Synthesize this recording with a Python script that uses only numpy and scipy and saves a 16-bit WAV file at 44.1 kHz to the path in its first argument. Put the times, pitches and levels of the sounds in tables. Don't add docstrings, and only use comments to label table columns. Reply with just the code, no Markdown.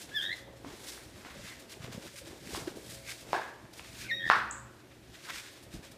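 import sys
import numpy as np
from scipy import signal
from scipy.fft import rfft, irfft, next_fast_len
from scipy.io import wavfile

SR = 44100
rng = np.random.default_rng(int(sys.argv[2]) if len(sys.argv) > 2 else 0)


def dump(signal):
    limited = np.clip(np.atleast_2d(signal).T, -1, 1)
    pcm = np.round(limited * 32767).astype(np.int16)
    wavfile.write(sys.argv[1], SR, pcm)


def ratio(d):
    e = np.asarray(d, float) / 20
    return 10 ** e


N = 263277
TIME = np.arange(N) / SR
COARSE_TIME = TIME[::40]

# (frequency [Hz], level per Hz [dB])
TRAFFIC_SPECTRUM = [(25, -8), (113, 6), (173, -6), (340, 5.5), (500, -18.5), (1800, -9), (3630, -13.5),
                    (15000, -24.5)]
# (frequency [Hz], width [Hz], level [dB])
HUM_TONES = [(63.2, 5.8, -67.5), (120.7, 2.6, -63.5), (547.5, 4, -67.5), (659.5, 5.7, -73.5)]
# (time [s], pitch [Hz], level [dB])
VEHICLE = [
    (3.8, 197, -84),
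    (4.0, 200, -58.5),
    (4.4, 210.3, -58.5),
    (4.75, 218, -62),
    (5.0, 222, -74),
]
# (time [s], pitch [Hz], level [dB])
FAN = [(0, 339, -67), (2.0, 339, -67), (2.07, 339, -82), (2.22, 339, -82), (2.28, 339, -67),
       (3.8, 345, -68), (4.0, 345, -64), (5.4, 335, -65), (5.97, 335, -69)]

# (time [s], level [dB])
AIR_STIR = [(0, -54), (.6, -56.5), (.68, -50.5), (1.13, -57), (1.5, -56), (1.95, -52.5), (2.06, -53.5),
            (2.11, -63), (2.21, -59), (2.28, -48.5), (2.42, -55.5), (2.58, -48), (3.15, -59), (3.32, -49.5),
            (3.56, -58), (3.8, -56.5), (4.5, -63), (5.97, -55.5)]
# (loudest time [s], level [dB], rise and fall [s])
GUST_MOVES = [(.01, -56, 0.28), (.31, -62, 0.054), (.5, -64, 0.13), (.65, -55.5, 0.18), (1.14, -57.5, 0.11),
              (1.4, -57.5, 0.28), (1.57, -55, 0.041), (1.9, -52, 0.16), (2.27, -63, 0.069),
              (2.55, -50.5, 0.26), (2.9, -57, .2), (3.32, -55, 0.13), (3.556, -60, .06),
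              (3.647, -53.5, 0.045), (4.0, -58.5, 0.49), (4.3, -50.5, 0.13), (4.65, -62, .2),
              (5.1, -63, 0.26), (5.34, -63, 0.13), (5.75, -50, 0.096), (5.93, -61, 0.065)]

# (loudest time [s], level [dB], rise [s], fall [s], brightness [dB per layer])
SOLE_DRAGS = [(.02, -54.5, 0.071, 0.058, 3), (.235, -55, 0.097, 0.054, 0.5), (.385, -58.5, 0.18, 0.052, 0),
              (.675, -59.5, 0.049, 0.24, -2.5), (.89, -54, 0.16, 0.18, 3), (1.26, -61, 0.029, 0.23, -5.5),
              (1.5, -55, 0.28, .12, -.7), (2.075, -58.5, 0.18, 0.071, 0.7), (2.163, -58.5, 0.02, 0.08, 3),
              (2.19, -58, .08, .035, 3.5), (2.275, -57.5, 0.055, 0.12, 0.3), (2.56, -50.5, 0.14, 0.16, 1.5),
              (2.925, -55, 0.14, .14, 3), (3.098, -49.5, 0.046, 0.088, 1.5), (3.33, -54.5, 0.079, 0.17, -1),
              (4.02, -52.5, .18, 0.082, 1.2), (4.31, -52.5, 0.061, 0.12, -1.5),
              (5.255, -55, 0.044, 0.063, -0.8), (5.303, -48, 0.031, 0.023, -7.5),
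              (5.36, -53.5, 0.21, 0.24, -1)]
# (loudest time [s], level [dB], fall [s], brightness [dB per layer])
FEATHER_BRUSHES = [(.112, -59.5, 0.086, -1.2), (.575, -66, 0.036, 1), (1.18, -62, 0.09, 0),
                   (1.6, -61.5, 0.03, 4), (1.721, -58.5, 0.094, 1.3), (1.843, -54.5, 0.072, -2.5),
                   (1.93, -54, 0.046, -1), (2.03, -57.5, .03, -3), (2.678, -54.5, 0.024, -5),
                   (2.77, -60, .03, 3.5), (2.865, -59.5, 0.02, 4), (3.21, -61, 0.08, 2.5),
                   (3.737, -59.5, .02, 2), (3.78, -59, 0.062, 2.5), (3.846, -61, .04, -3),
                   (4.09, -61, 0.05, -4), (4.8, -69, 0.043, -4), (4.919, -67.5, .04, -6.5),
                   (5.145, -61, .07, -2.5), (5.52, -70, .05, 5), (5.633, -71, 0.029, 9),
                   (5.74, -55, 0.054, .4), (5.846, -62, 0.095, -0.2), (5.918, -63.5, 0.018, 6)]
# (frequency [Hz], level per Hz [dB])
HEEL_SPECTRUM = [(400, -22), (700, -7.5), (1100, 0), (1600, 2.5), (2500, -23)]
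SOLE_SPECTRUM = [(1000, -28), (1600, -3), (2200, -2.5), (2800, -4.5), (3800, -7), (6000, -32)]
GRIT_SPECTRUM = [(2200, -21), (3400, -0.5), (5000, 1), (7500, -3.5), (10000, -18), (14000, -16)]
FEATHER_SPECTRUM = [(5000, -28), (8000, -1.5), (10000, -2.5), (13000, -11), (15500, -2)]
# (heel [dB], sole [dB], grit [dB], feather hiss [dB])
LAYER_LEVELS = (-4.0, 3, 4.0, 2.0)

# (time [s], peak level [dB], pitch [Hz])
CLAW_CLICKS = [(0.105, -50, 1620), (1.697, -39, 2570), (1.7402, -33, 2500), (1.819, -40, 1490),
               (1.879, -43, 2080), (1.9253, -30, 3480), (1.979, -34, 520), (2.0305, -50, 2060),
               (2.1582, -35, 2170), (2.2585, -36, 3150), (2.474, -31, 2070), (2.8619, -40, 3730),
               (3.058, -44, 2430), (3.0952, -29, 2340), (3.6529, -42, 1740), (3.7292, -55, 3620),
               (3.7948, -26, 2520), (4.9137, -50, 1660), (5.24, -34, 4900), (5.729, -37, 3680),
               (5.917, -48, 1840),
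               (1.366, -41, 2970), (1.581, -45, 1750),
               (2.316, -42, 1050), (2.417, -44, 2250), (2.466, -40, 2060)]

# (time [s], pitch [Hz], level [dB], octave level [dB], rasp [0-1])
FIRST_CALL_NOTES = [
    [(.108, 1644, -56, -10, 0.6), (.135, 1684, -49, -9, 0.37), (.155, 1774, -37.5, -3.5, 0.1),
     (.175, 1690, -35.5, 5.5, 0.09), (.197, 1590, -45, 4, 0.7), (.212, 1670, -44.5, 3, .8),
     (.225, 1770, -44.5, 4.5, 0.75), (.26, 1850, -46, 7, .75), (.278, 1877, -49, 8.5, .6)],
    [(.28, 1780, -45, -21, 0.82), (.29, 1790, -40, -12, .8), (.304, 1880, -40, -8, 0.7),
     (.316, 1970, -36.5, -9, 0.55), (.328, 2010, -37, -9, .55), (.336, 2000, -40, -9, 0.4),
     (.342, 1980, -58, -12, .6)],
    [(.195, 1575, -46, 2, 0.75), (.25, 1630, -46.5, -1, 0.8), (.3, 1690, -48, 0, .9),
     (.34, 1801, -48, -1, 1)],
]
SECOND_CALL_NOTES = [
    [(4.082, 2170, -55, -20, 0.62), (4.099, 2174, -38.5, -16, .1), (4.113, 1843, -32, -7, 0.32),
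     (4.136, 1870, -30, -13, 0.18), (4.146, 1882, -45, 4, 0.24), (4.19, 1870, -44.5, -2, 0.36),
     (4.225, 1860, -43, -8, 0.6), (4.252, 1834, -36, -21, .92), (4.3, 1800, -40.5, -1, 1)],
    [(4.192, 1680, -60, -5, .4), (4.202, 1635, -57, 7, .6), (4.225, 1660, -53, 2, .4),
     (4.25, 1690, -50, -2, .4), (4.275, 1640, -51, -2, .5), (4.295, 1630, -56, -6, .6)],
    [(4.04, 1497, -62, -15, 0.24), (4.05, 1545, -53, -19, .8), (4.075, 1500, -54, -17, .3)],
]
# (multiple of pitch [ratio], level [dB])
UPPER_PARTIALS = [(3, 2.5), (4, -14), (6, -12), (7, -5.5), (8, -13)]

# (time [s], peak level [dB], pitch [Hz], length [s])
WING_PUFFS = [(0.641, -41.5, 327, 0.0098), (0.655, -39, 270, 0.027), (0.727, -45.5, 364, 0.021),
              (1.058, -46, 110, 0.016), (1.134, -46, 129, 0.021), (1.252, -46, 276, 0.019),
              (1.797, -39.5, 125, 0.018), (1.836, -40, 116, 0.016), (1.877, -41, 414, 0.011),
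              (1.9, -43, 119, 0.019), (1.945, -39.5, 177, 0.013), (1.975, -34, 194, 0.011),
              (2.212, -45, 530, 0.018), (2.265, -45.5, 336, 0.021), (2.324, -45.5, 367, 0.015),
              (2.464, -42.5, 213, 0.021), (2.531, -39, 400, 0.0092), (2.572, -33.5, 340, 0.015),
              (2.67, -28.5, 341, 0.018), (2.768, -36, 405, 0.01), (4.258, -43, 322, 0.015),
              (4.261, -46, 700, .004), (4.275, -43, 650, 0.004), (3.336, -36, 370, .02),
              (3.36, -39, 350, .025), (1.345, -49, 560, .03), (1.385, -48, 570, .03),
              (2.135, -49, 560, .025), (1.766, -48, 400, .012), (2.045, -46, 350, .02),
              (2.285, -45, 300, .012), (2.305, -47, 330, .012), (2.42, -48, 370, .015),
              (2.487, -42, 370, .012), (2.5, -41, 260, .014), (2.59, -43, 450, .01),
              (2.613, -42, 270, .012), (2.675, -38, 520, .008), (2.71, -44, 300, .012),
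              (2.755, -43, 230, .015), (2.79, -46, 430, .012), (2.824, -47, 404, .012),
              (2.932, -49, 183, .015), (5.739, -38.5, 270, 0.012), (5.897, -49, 243, 0.011)]
# (time [s], peak level [dB], air pocket [Hz], heel clack [dB], crack [dB])
SOLE_SLAPS = [
    (0.646, -33, 945, -6.5, -16),
    (0.976, -49, 735, 10.5, -16),
    (1.248, -35.5, 950, 1.5, -10),
    (1.845, -42, 680, 4, -12),
    (2.547, -25, 990, -8, -21),
    (3.33, -13.5, 800, -8, -10),
    (3.795, -37.5, 1040, -7, -5),
    (4.2993, -2.8, 1297, -10.5, -12.5),
]
# (time [s], peak level [dB], pitch [Hz], length [s])
SLAP_ECHOES = [(3.335, -30, 1500, .003), (3.3385, -24, 850, .007), (3.345, -25, 1520, .006),
               (3.351, -25, 750, .006), (3.3555, -24, 880, .005), (3.362, -29, 1700, .005),
               (3.377, -30, 900, .006), (3.389, -30, 850, .005), (3.3935, -30, 780, .006),
               (3.415, -36, 1600, .008), (4.3045, -18, 1800, .007), (4.3135, -15, 1700, .006),
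               (4.319, -18, 1400, .004), (4.3225, -19, 950, .005), (4.3265, -20, 1150, .005),
               (4.3315, -14, 1720, .006), (4.335, -16, 1250, .004), (4.343, -21, 980, .004),
               (4.349, -22, 1050, .005), (4.354, -18, 1550, .004), (4.364, -23, 1080, .005),
               (4.373, -25, 1550, .006), (4.385, -23, 1300, .005), (4.395, -25, 1250, .005),
               (4.416, -27, 1500, .005)]
# (loudest time [s], level [dB],
# pitch [Hz], rise [s], fall [s])
RUBBER_CATCHES = [(.98, -55, 1840, .01, 0.061), (1.52, -53.5, 1970, .12, .07),
                  (2.17, -55, 2350, 0.013, 0.049), (3.097, -43.5, 2240, 0.043, 0.037),
                  (3.35, -39.5, 1640, 0.018, 0.16), (4.085, -49, 2400, 0.14, 0.11),
                  (4.272, -56, 4950, .02, .04), (5.302, -44.5, 1920, 0.018, 0.028),
                  (5.385, -48, 2380, 0.033, 0.036), (5.47, -58, 1710, 0.046, 0.041)]
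# (time [s], start pitch [Hz], end pitch [Hz], length [s], peak level [dB])
WILD_CHIRP = (4.5095, 6000., 8250., .0055, -31.)
# (frequency [Hz], time to fall 60 dB [s], level [dB])
PORCH_ECHO = [(200, 0.78, 2.5), (530, 0.65, -3), (1020, 0.84, -1.5), (1600, 0.66, 3.5), (2080, 0.63, 5.5),
              (4030, 0.64, 3), (8100, 0.41, 6), (13800, 0.64, 1.5)]


def rms_one(x):
    return x / np.sqrt(np.mean(x ** 2) + 1e-20)


def in_time(rows):
    times, *columns = np.transpose(rows)
    return [np.interp(TIME, times, column) for column in columns]


def at_hz(points, hz, column=1):
    points = np.array(points)
    return np.interp(np.log(hz), np.log(points[:, 0]), points[:, column])


def band(x, low_hz, high_hz):
    edges = [low_hz, min(high_hz, 0.45 * SR)]
    return signal.sosfilt(signal.butter(2, edges, "band", fs=SR, output="sos"), x)


def noise():
    return rng.standard_normal(N)


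def drift(rate_hz):
    r = np.exp(-2 * np.pi * rate_hz * 40 / SR)
    slow = signal.lfilter([1], [1, -2 * r, r * r], rng.standard_normal(N // 40 + 2002))[2000:]
    return np.interp(np.arange(N) / 40, np.arange(len(slow)), rms_one(slow))


def coloured(x, spectrum):
    size = next_fast_len(N)
    hz = np.maximum(np.fft.rfftfreq(size, 1 / SR), 1)
    shaped = rfft(x, size) * ratio(at_hz(spectrum, hz))
    return rms_one(irfft(shaped, size)[:N])


def resonance(x, hz, width_hz):
    r = np.exp(-np.pi * width_hz / SR)
    ringing = [1, -2 * r * np.cos(2 * np.pi * hz / SR), r * r]
    return signal.lfilter([(1 - r * r) / 2, 0, (r * r - 1) / 2], ringing, x)


def narrow(x, hz, width_hz):
    return resonance(resonance(x, hz, width_hz), hz, width_hz)


def swell(s, db, rise, fall):
    before = (s - COARSE_TIME) / max(rise, 0.004)
    after = (COARSE_TIME - s) / max(fall, 0.004)
    return ratio(2 * (db - 15 * np.maximum(before, after)))


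def gain(power):
    return np.interp(TIME, COARSE_TIME, np.sqrt(power))


def pulse(hz, cycles):
    turns = np.arange(400) / SR * hz
    bell = np.exp(-((turns - 1.05) / (0.71 * cycles)) ** 2)
    return -np.sin(2 * np.pi * turns) * bell * np.minimum(2 * turns, 1)


def background():
    traffic = ratio(-60) * coloured(noise(), TRAFFIC_SPECTRUM)

    vehicle_hz, vehicle_db = in_time(VEHICLE)
    vehicle = ratio(vehicle_db + 0.82 * drift(4.5)) * np.sin(2 * np.pi * np.cumsum(vehicle_hz) / SR)

    fan_hz, fan_db = in_time(FAN)
    sway = narrow(rng.standard_normal((2, N)), 20.0, width_hz=31.0)
    turn = 2 * np.pi * np.cumsum(fan_hz) / SR
    fan = ratio(fan_db) * rms_one(sway[0] * np.sin(turn) + sway[1] * np.cos(turn))

    white = noise()
    hum = sum(ratio(db) * rms_one(narrow(white, hz, width_hz)) for hz, width_hz, db in HUM_TONES)
    return traffic + vehicle + fan + ratio(2.5 * drift(3.0) - 0.7) * hum


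def stirred_air():
    resting_power = ratio(2 * -72.0)
    gusts = gain(resting_power + sum(swell(s, db, length, length) for s, db, length in GUST_MOVES))
    rumble = rms_one(band(noise(), 28.0, 206.0)) * gusts * ratio(1.0 + 3.2 * drift(14.0))
    stir_db, = in_time(AIR_STIR)
    flutter = rms_one(band(noise(), 195.0, 722.0)) * ratio(stir_db - 3.0 + 1.97 * drift(27.0))
    return rumble + flutter


def grains(per_s, spread_db, smooth):
    sizes = ratio(spread_db * np.minimum(rng.exponential(1, N), 4)) * rng.choice([-1, 1], N)
    slips = rms_one(sizes * (rng.random(N) < per_s / SR))
    return slips + smooth * noise()


def dragging():
    brushes = [(s, db, 0.51 * fall, fall, bright) for s, db, fall, bright in FEATHER_BRUSHES]
    moves = SOLE_DRAGS + brushes
    layer_step = np.arange(4)[:, None] - 1.5
    tilt = ratio(2 * layer_step * np.array([move[4] for move in moves]))
    resting_power = ratio(2 * -80.5)
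    power = resting_power + tilt @ np.array([swell(*move[:4]) for move in moves])
    heel, sole, grit, hiss = [gain(layer) * ratio(db) for layer, db in zip(power, LAYER_LEVELS)]

    burst_db = 1.54 * drift(21.3) + 0.96 * drift(63.0)
    heel = heel * coloured(grains(1500.0, 3.7, 0.54), HEEL_SPECTRUM) * ratio(burst_db + 2.1 * drift(25.0))
    sole = sole * coloured(grains(2500.0, 2.6, 0.77), SOLE_SPECTRUM) * ratio(burst_db + 0.79 * drift(46.0))
    grit = grit * coloured(grains(6000.0, 2.8, 0.71), GRIT_SPECTRUM) * ratio(burst_db)
    hiss = hiss * coloured(grains(9000.0, 2.2, 1.1), FEATHER_SPECTRUM) * ratio(0.78 * burst_db)
    return heel + sole + grit + hiss


def claw_clicks():
    out = np.zeros(N)
    for s, peak_db, hz in CLAW_CLICKS:
        at = round(s * SR)
        out[at:at + 400] += ratio(peak_db - 6.0) * pulse(hz, cycles=2.0)
    return out


def cockatiel():
    out = np.zeros(N)
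    waver = drift(90.0) + 1.6 * drift(260.0)
    rasp_hz = 85.8 * (1 + 0.12 * drift(33.0))
    throb = np.cos(2 * np.pi * np.cumsum(rasp_hz) / SR)
    for call in (FIRST_CALL_NOTES, SECOND_CALL_NOTES):
        for number, note in enumerate(call):
            hz, level_db, octave_db, rasp = in_time(note)
            rasp = np.clip(rasp, 0, 1)
            turn = 2 * np.pi * np.cumsum(hz * (1 + rasp * 0.016 * waver)) / SR

            upper = np.zeros(N)
            for multiple, db in UPPER_PARTIALS:
                if number > 0 and int(multiple) == 3:
                    db = db - 14.0
                upper += ratio(db) * np.sin(int(multiple) * turn)
            upper_db = -20.0 + 0.81 * octave_db - 7 * rasp
            voice = np.sin(turn) + ratio(octave_db) * np.sin(2 * turn) + ratio(upper_db) * upper

            to_edge_s = np.minimum(TIME - note[0][0], note[-1][0] - TIME)
            sounding = np.clip(to_edge_s / 0.0057, 0, 1)
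            out += np.sqrt(2) * ratio(level_db) * sounding * voice * (1 + rasp * throb)
    return out


def puffs(rows):
    out = np.zeros(N)
    for s, peak_db, hz, length in rows:
        t = np.arange(round(length * SR) + 2) / SR
        at = round(s * SR)
        bell = np.sin(np.pi * t / t[-1]) ** 1.7
        out[at:at + len(t)] += ratio(peak_db) * bell * np.sin(2 * np.pi * hz * t)
    return out


def slaps():
    out = np.zeros(N)
    for s, peak_db, pocket_hz, clack_db, crack_db in SOLE_SLAPS:
        at = round((s + 0.0007) * SR)
        pocket = pulse(pocket_hz, cycles=0.98)
        clack = ratio(clack_db) * pulse(1650.0, cycles=0.94)
        crack = ratio(crack_db) * pulse(3650, cycles=0.75)
        out[at:at + 400] += ratio(peak_db) * (pocket + clack + crack)
    return signal.sosfilt(signal.butter(4, 7000.0, fs=SR, output="sos"), out)


def catches():
    white = noise()
    out = np.zeros(N)
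    for s, db, hz, rise, fall in RUBBER_CATCHES:
        out += gain(swell(s, db, rise, fall)) * rms_one(narrow(white, hz, width_hz=0.18 * hz))
    return out


def wild_bird():
    s, from_hz, to_hz, length, peak_db = WILD_CHIRP
    part = np.clip((TIME - s) / length, 0, 1)
    hz = from_hz + (to_hz - from_hz) * np.sin(np.pi / 2 * part)
    return ratio(peak_db) * np.sin(np.pi * part ** 0.9) * np.sin(2 * np.pi * np.cumsum(hz) / SR)


def porch(x, early_s, late_db, build_s):
    t = TIME[:SR]
    tail = np.zeros(SR)
    edges = 100 * 2 ** np.arange(0, 7.6, 0.5)
    for low, high in zip(edges, edges[1:]):
        hz = np.sqrt(low * high)
        fading_db = at_hz(PORCH_ECHO, hz, column=2) - 60 * t / at_hz(PORCH_ECHO, hz)
        tail += band(rng.standard_normal(SR), low, high) * ratio(fading_db)
    separate = ratio(3.05 * drift(136.0)[:SR] * np.exp(-t / 0.059))
    build = 1 - np.exp(-(t / build_s) ** 2)
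    early_and_late = np.exp(-(t / early_s) ** 2) + ratio(late_db)
    tail = tail * separate * build * early_and_late
    return signal.fftconvolve(x, tail / np.sqrt(np.sum(tail ** 2)))[:N]


def scene():
    rub, claws, calls = dragging(), claw_clicks(), cockatiel()
    thumps, sole, chirp = puffs(WING_PUFFS), slaps(), wild_bird()
    echoed = ratio(1.2) * sole + ratio(-3.0) * chirp
    echoed += ratio(-13.0) * rub + ratio(-19.0) * thumps + ratio(-9.0) * claws
    room = porch(echoed, early_s=0.11, late_db=6.0, build_s=0.007)
    near_walls = ratio(-6.0) * porch(calls, early_s=0.016, late_db=-15.0, build_s=0.0058)
    direct = rub + claws + calls + thumps + sole + catches() + chirp
    echoes = ratio(-2.0) * puffs(SLAP_ECHOES) + room + near_walls
    mix = background() + stirred_air() + direct + echoes
    return mix[None]


def roll_off(x):
    return signal.sosfilt(signal.butter(12, 15400, fs=SR, output="sos"), x)


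def record(dry):
    x = signal.sosfilt(signal.butter(2, 43.0, "high", fs=SR, output="sos"), dry)
    x = signal.sosfilt(signal.cheby2(12, 70, 16000, fs=SR, output="sos"), x)
    return roll_off(x)


dry = scene()
out = record(dry)
dump(out)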